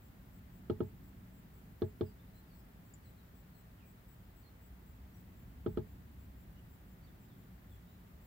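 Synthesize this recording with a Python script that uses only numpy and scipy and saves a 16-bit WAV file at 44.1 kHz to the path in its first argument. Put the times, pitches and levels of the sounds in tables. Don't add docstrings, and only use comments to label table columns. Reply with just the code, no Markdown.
import sys
import numpy as np
from scipy import signal
from scipy.fft import rfft, irfft
from scipy.io import wavfile
from scipy.ndimage import uniform_filter1d

SR = 44100
rng = np.random.default_rng(int(sys.argv[2]) if len(sys.argv) > 2 else 0)


def store_pcm(level_fs):
    pcm = np.round(np.clip(level_fs, -1, 1) * 32767).astype(np.int16)
    wavfile.write(sys.argv[1], SR, np.atleast_2d(pcm).T)


N = 364266


def gain_of(db):
    return 10 ** (np.asarray(db) / 20)


def unit_rms(x):
    return x / np.sqrt(np.mean(x ** 2) + 1e-20)


def at_frequency(points, hz):
    f, value = np.transpose(points)
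    return np.interp(np.log(hz + 1), np.log(f + 1), value)


def colour(x, points):
    size = x.shape[-1]
    return irfft(rfft(x) * gain_of(at_frequency(points, np.fft.rfftfreq(size, 1 / SR))), size)


def pan(left_db):
    return gain_of([[left_db / 2], [-left_db / 2]])


def add(mix, start_s, sound):
    part = mix[:, max(round(start_s * SR), 0):][:, :sound.shape[1]]
    part += sound[:, :part.shape[1]]


def reverberate(x, t60, wet_db):
    t = np.arange(SR // 2) / SR
    tail = rng.standard_normal((2, len(t))) * gain_of(-60 * t / t60) * (t > .003)
    return x + gain_of(wet_db) * signal.fftconvolve(x, tail / np.linalg.norm(tail[0]), axes=1)[:, :N]


def ambient_noise(spectrum):
    # (frequency [Hz], correlation between the ears [-1 to 1])
    coherence = [(60, .99), (130, .96), (290, .85), (640, .15), (1400, -.12), (3100, 0)]
    # (frequency [Hz], left minus right level [dB])
    balance = [(60, 0.5), (110, 0.0), (200, 0.0), (380, -2), (700, -3), (1290, 1), (2380, 0.5),
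               (4400, -1.5), (8120, 5), (15000, 2.5)]
    hz = np.fft.rfftfreq(N, 1 / SR)
    common, separate = rfft(rng.standard_normal((2, N)))
    alike = np.clip(at_frequency(coherence, hz), -1, 1)
    lean = gain_of(at_frequency(balance, hz) / 2)
    right = alike * common + np.sqrt(1 - alike ** 2) * separate
    ears = irfft(np.array([common * lean, right / lean]), N)
    return unit_rms(colour(ears, spectrum))


def background(hum_db=3.0, drone_db=2.0, air_db=-65.5):
    # (frequency [Hz], relative spectral density [dB])
    hum_spectrum = [(15, -31), (25, -15), (45, 0.5), (70, -3.5), (108, 2), (140, -4.5), (185, 1),
                    (215, -6.5), (265, -8.5), (320, -14.5), (370, -16), (450, -24.5), (650, -38),
                    (1100, -88)]
    drone_spectrum = [(25, -42), (42, -17.5), (52, -3.5), (63, 0), (74, -6), (95, -26), (150, -70)]
    air_spectrum = [(240, -25), (400, -1.5), (467, -5), (644, -3.5), (1050, -7), (1920, -8.5),
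                    (2310, -12.5), (4140, -18.5), (6090, -23), (6780, -22.5), (7440, -21), (9080, -25),
                    (13100, -18.5), (15100, -10.5), (15800, -14.5)]
    # (time [s], relative level [dB])
    hum_swell = [(0.2, -60.5), (0.84, -56.5), (1.28, -59.5), (4.45, -62), (5.74, -58.5), (8.1, -61.5)]
    drone_swell = [(0.2, -65), (2.49, -65), (4.03, -66), (4.86, -59), (6.31, -58), (7.2, -65.5),
                   (8.1, -62.5)]
    t = np.arange(N) / SR
    hum = gain_of(hum_db + np.interp(t, *np.transpose(hum_swell))) * ambient_noise(hum_spectrum)
    drone = gain_of(drone_db + np.interp(t, *np.transpose(drone_swell))) * ambient_noise(drone_spectrum)
    return hum + drone + gain_of(air_db) * ambient_noise(air_spectrum)


def chirp_turns(first_s=.323, period_s=.5036):
    # (time [s], delay [s])
    answer_delay = [(0, 0.2), (3.4, .2), (5.4, .322)]
    # (time [s], pitch [Hz])
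    leader_pitch = [(0, 7650), (2.8, 7670), (4.2, 7790), (4.9, 7570), (7.4, 7310)]
    answer_pitch = [(0, 7600), (2, 7730), (3.6, 7780), (5.6, 7710), (6.2, 7600)]
    beats = np.arange(first_s - period_s, N / SR, period_s)
    answers = beats + np.interp(beats, *np.transpose(answer_delay))
    singers = [(beats, leader_pitch), (answers, answer_pitch)]
    return [(s, np.interp(s, *np.transpose(drift))) for times, drift in singers for s in times if s >= 0]


def insects(length_s=0.081, sag=.02, usual_hz=7710, db_per_hz=.013, octave_db=9):
    out = np.zeros((2, N))
    progress = np.linspace(-.5, .5, round(length_s * SR))
    envelope = signal.windows.tukey(len(progress), .3)
    for start_s, hz in chirp_turns():
        level_db = -84 + db_per_hz * (hz - usual_hz)
        rasp = np.interp(hz, [7400, 7750], [.019, .012])
        jitter = unit_rms(uniform_filter1d(rng.standard_normal(SR // 4), size=50))[:len(progress)]
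        phase = 2 * np.pi * np.cumsum(hz * (1 - sag * progress + rasp * jitter)) / SR
        tone = np.sin(phase) + gain_of(octave_db) * np.sin(2 * phase)
        add(out, start_s, gain_of(level_db) * envelope * tone * pan(left_db=17.5))
    return out


def whistle(length_s, start_hz, middle_hz, end_hz, level_db, waver=0.0089):
    progress = np.linspace(0, 1, max(round(length_s * SR), 8))
    glide_hz = np.polyval(np.polyfit([0, .5, 1], [start_hz, middle_hz, end_hz], 2), progress)
    jitter = unit_rms(uniform_filter1d(rng.standard_normal(SR // 2), size=150))[:len(progress)]
    phase = 2 * np.pi * np.cumsum(glide_hz * (1 + waver * jitter)) / SR
    return gain_of(level_db) * unit_rms(np.sin(np.pi * progress) * np.sin(phase))


def phrase(notes, left_db):
    out = np.zeros((2, N))
    for start_s, *note in notes:
        add(out, start_s, whistle(*note) * pan(left_db))
    return out


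def songbirds(rise_hz_per_s=2700):
    # (time [s], length [s], lowest pitch [Hz], drop [Hz], relative level [dB])
    falling_notes = [(2.048, .05, 4700, 800, -75), (2.465, .12, 4300, 1000, -79.5),
                     (3.012, .1, 4000, 1410, -81), (3.155, .085, 3820, 1100, -79),
                     (3.51, .11, 4100, 450, -82), (3.766, .11, 2400, 1450, -76.5),
                     (4.405, .1, 4210, 750, -79), (7.058, .042, 3450, 1300, -79),
                     (7.276, .1, 3300, 1200, -81), (7.678, 0.12, 3350, 400, -78.5)]
    # (time [s], length [s], start pitch [Hz], relative level [dB])
    rising_notes = [(2.167, 0.07, 3480, -81), (2.333, 0.072, 3980, -75.5), (2.54, 0.098, 5020, -86),
                    (5.133, 0.029, 5720, -76), (6.558, .045, 2830, -73.5), (7.015, .055, 4470, -79.5),
                    (7.845, .125, 3670, -81.5)]
    thirds = np.linspace(0, 1, 3)
    bend = (1 - thirds / 0.7) ** 2
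    falls = [(s, length, *(hz + drop * bend), db) for s, length, hz, drop, db in falling_notes]
    rises = [(s, length, *(hz + rise_hz_per_s * length * thirds), db)
             for s, length, hz, db in rising_notes]
    return gain_of(-5.5) * reverberate(phrase(falls + rises, left_db=-4.0), t60=.22, wet_db=1.5)


def chip():
    # (time [s], length [s], start pitch [Hz], middle pitch [Hz], end pitch [Hz], relative level [dB])
    chip_notes = [(2.9368, .0055, 7900, 7250, 6850, -57.5), (2.934, .009, 5000, 4750, 4600, -77)]
    return gain_of(-3.0) * reverberate(phrase(chip_notes, left_db=7), t60=.09, wet_db=-3)


def pecks(tick_hz=2300, scatter_db=-53, scatter_t60=0.1):
    # (time [s], force [dB], place on the glass [0 low to 1 high], extra tick of the beak [dB])
    impacts = [(0.698, 0.9, 0.021, 0.5), (0.8044, 0.5, 0, -6.5), (1.8189, 0.5, 0.92, -0.5),
               (2.009, 0, 0.73, 1.5), (5.6618, -.3, 0.14, -3.5), (5.7725, -0.7, 0.13, -1)]
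    # (frequency [Hz], 60 dB decay time [s], build-up [s],
    # left base level [dB], right base level [dB], change when struck high [dB])
    modes = [(94, 0.202, 0.013, -40, -38.5, 4.5), (132.4, 0.13, 0.018, -38, -45, 0.5),
             (172.4, 0.32, 0.071, -56, -53, -14), (221, 0.25, 0.0057, -46, -41, 0),
             (252.7, 0.031, 0.015, -58, -29.5, -3), (291, 0.041, 0.0033, -28, -26, -0.5),
             (350, 0.02, 0.0082, -42.5, -23, 0.5), (359.5, 0.08, 0.0053, -26, -53, 1.7),
             (400.7, 0.042, 0.0075, -27.5, -33, 2), (423.9, 0.18, 0.00058, -47.5, -34, 2.5),
             (467, 0.1, 0.0003, -40.5, -64, 5), (610.4, 0.035, 0.0098, -46.5, -44.5, -1),
             (640.6, 0.11, 0.017, -64, -57, 7), (831, 0.07, 0.0089, -61, -48.5, -1.5),
             (862, 0.13, 0.0009, -67, -51, -4), (922, 0.073, 0.01, -71, -58, -3),
             (1041, 0.043, 0.0017, -48.5, -63, -9), (1130, 0.025, 0.0041, -62, -56, 8),
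             (1278, 0.051, 0.00053, -42, -54, -12), (1321, 0.02, 0.005, -57, -45, -10.5),
             (1614, 0.058, 0.0027, -59, -64.5, -1), (1680, 0.072, 0.0018, -76, -64.5, 11),
             (2335, 0.024, 0.00062, -59.5, -60.5, -1.5), (2875, 0.033, 0.00021, -74, -50.5, -10),
             (3080, 0.037, 0.0008, -59, -65, 0), (3197, 0.017, 0.0015, -65, -51, -2),
             (3524, 0.026, 0.0032, -67.5, -64.5, 10), (3680, 0.012, 0.0004, -78, -70, 23),
             (4250, 0.0095, 0.0018, -83, -62.5, 11.5), (4370, 0.0096, 0.00043, -79, -65.5, 8.1)]
    # (frequency [Hz], relative spectral density [dB])
    scatter_spectrum = [(300, -10), (600, -5), (900, -3), (1500, -9), (2500, -22), (3400, -14), (4400, -18),
                        (5400, -28), (8000, -40)]
    out = np.zeros((2, N))
    t = np.arange(SR // 2) / SR
    hz, t60, build_s, left_db, right_db, high_db = np.transpose(modes)[:, :, None]
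    build_up = 1 - np.exp(-(t / build_s) ** 2)
    rings = -np.sin(2 * np.pi * hz * t) * gain_of(-60 * t / t60) * build_up
    rings /= abs(rings).max(1, keepdims=True)
    treble_share = 1 / (1 + (tick_hz / hz) ** 8)
    scatter_envelope = gain_of(scatter_db - 60 * t / scatter_t60) * (1 - np.exp(-t / 0.0018))
    for start_s, force_db, place, tick_db in impacts:
        mode_db = np.array([left_db, right_db]) + place * high_db + tick_db * treble_share
        ring = (gain_of(mode_db) * rings).sum(1)
        scatter = unit_rms(colour(rng.standard_normal((2, len(t))), scatter_spectrum))
        scatter = colour(scatter, [(tick_hz / 2, 0), (tick_hz * 2, tick_db)])
        add(out, start_s, gain_of(force_db) * (ring + scatter_envelope * scatter * pan(left_db=-1)))
    return out


def scene():
    return pecks() + chip() + songbirds() + insects() + background()


def record(dry, cutoff_hz=15850):
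    low_pass = signal.firwin(511, cutoff_hz, window=("kaiser", 9), fs=SR)
    return signal.oaconvolve(dry, low_pass[None], "same", axes=1)


dry = scene()
out = record(dry)
store_pcm(out)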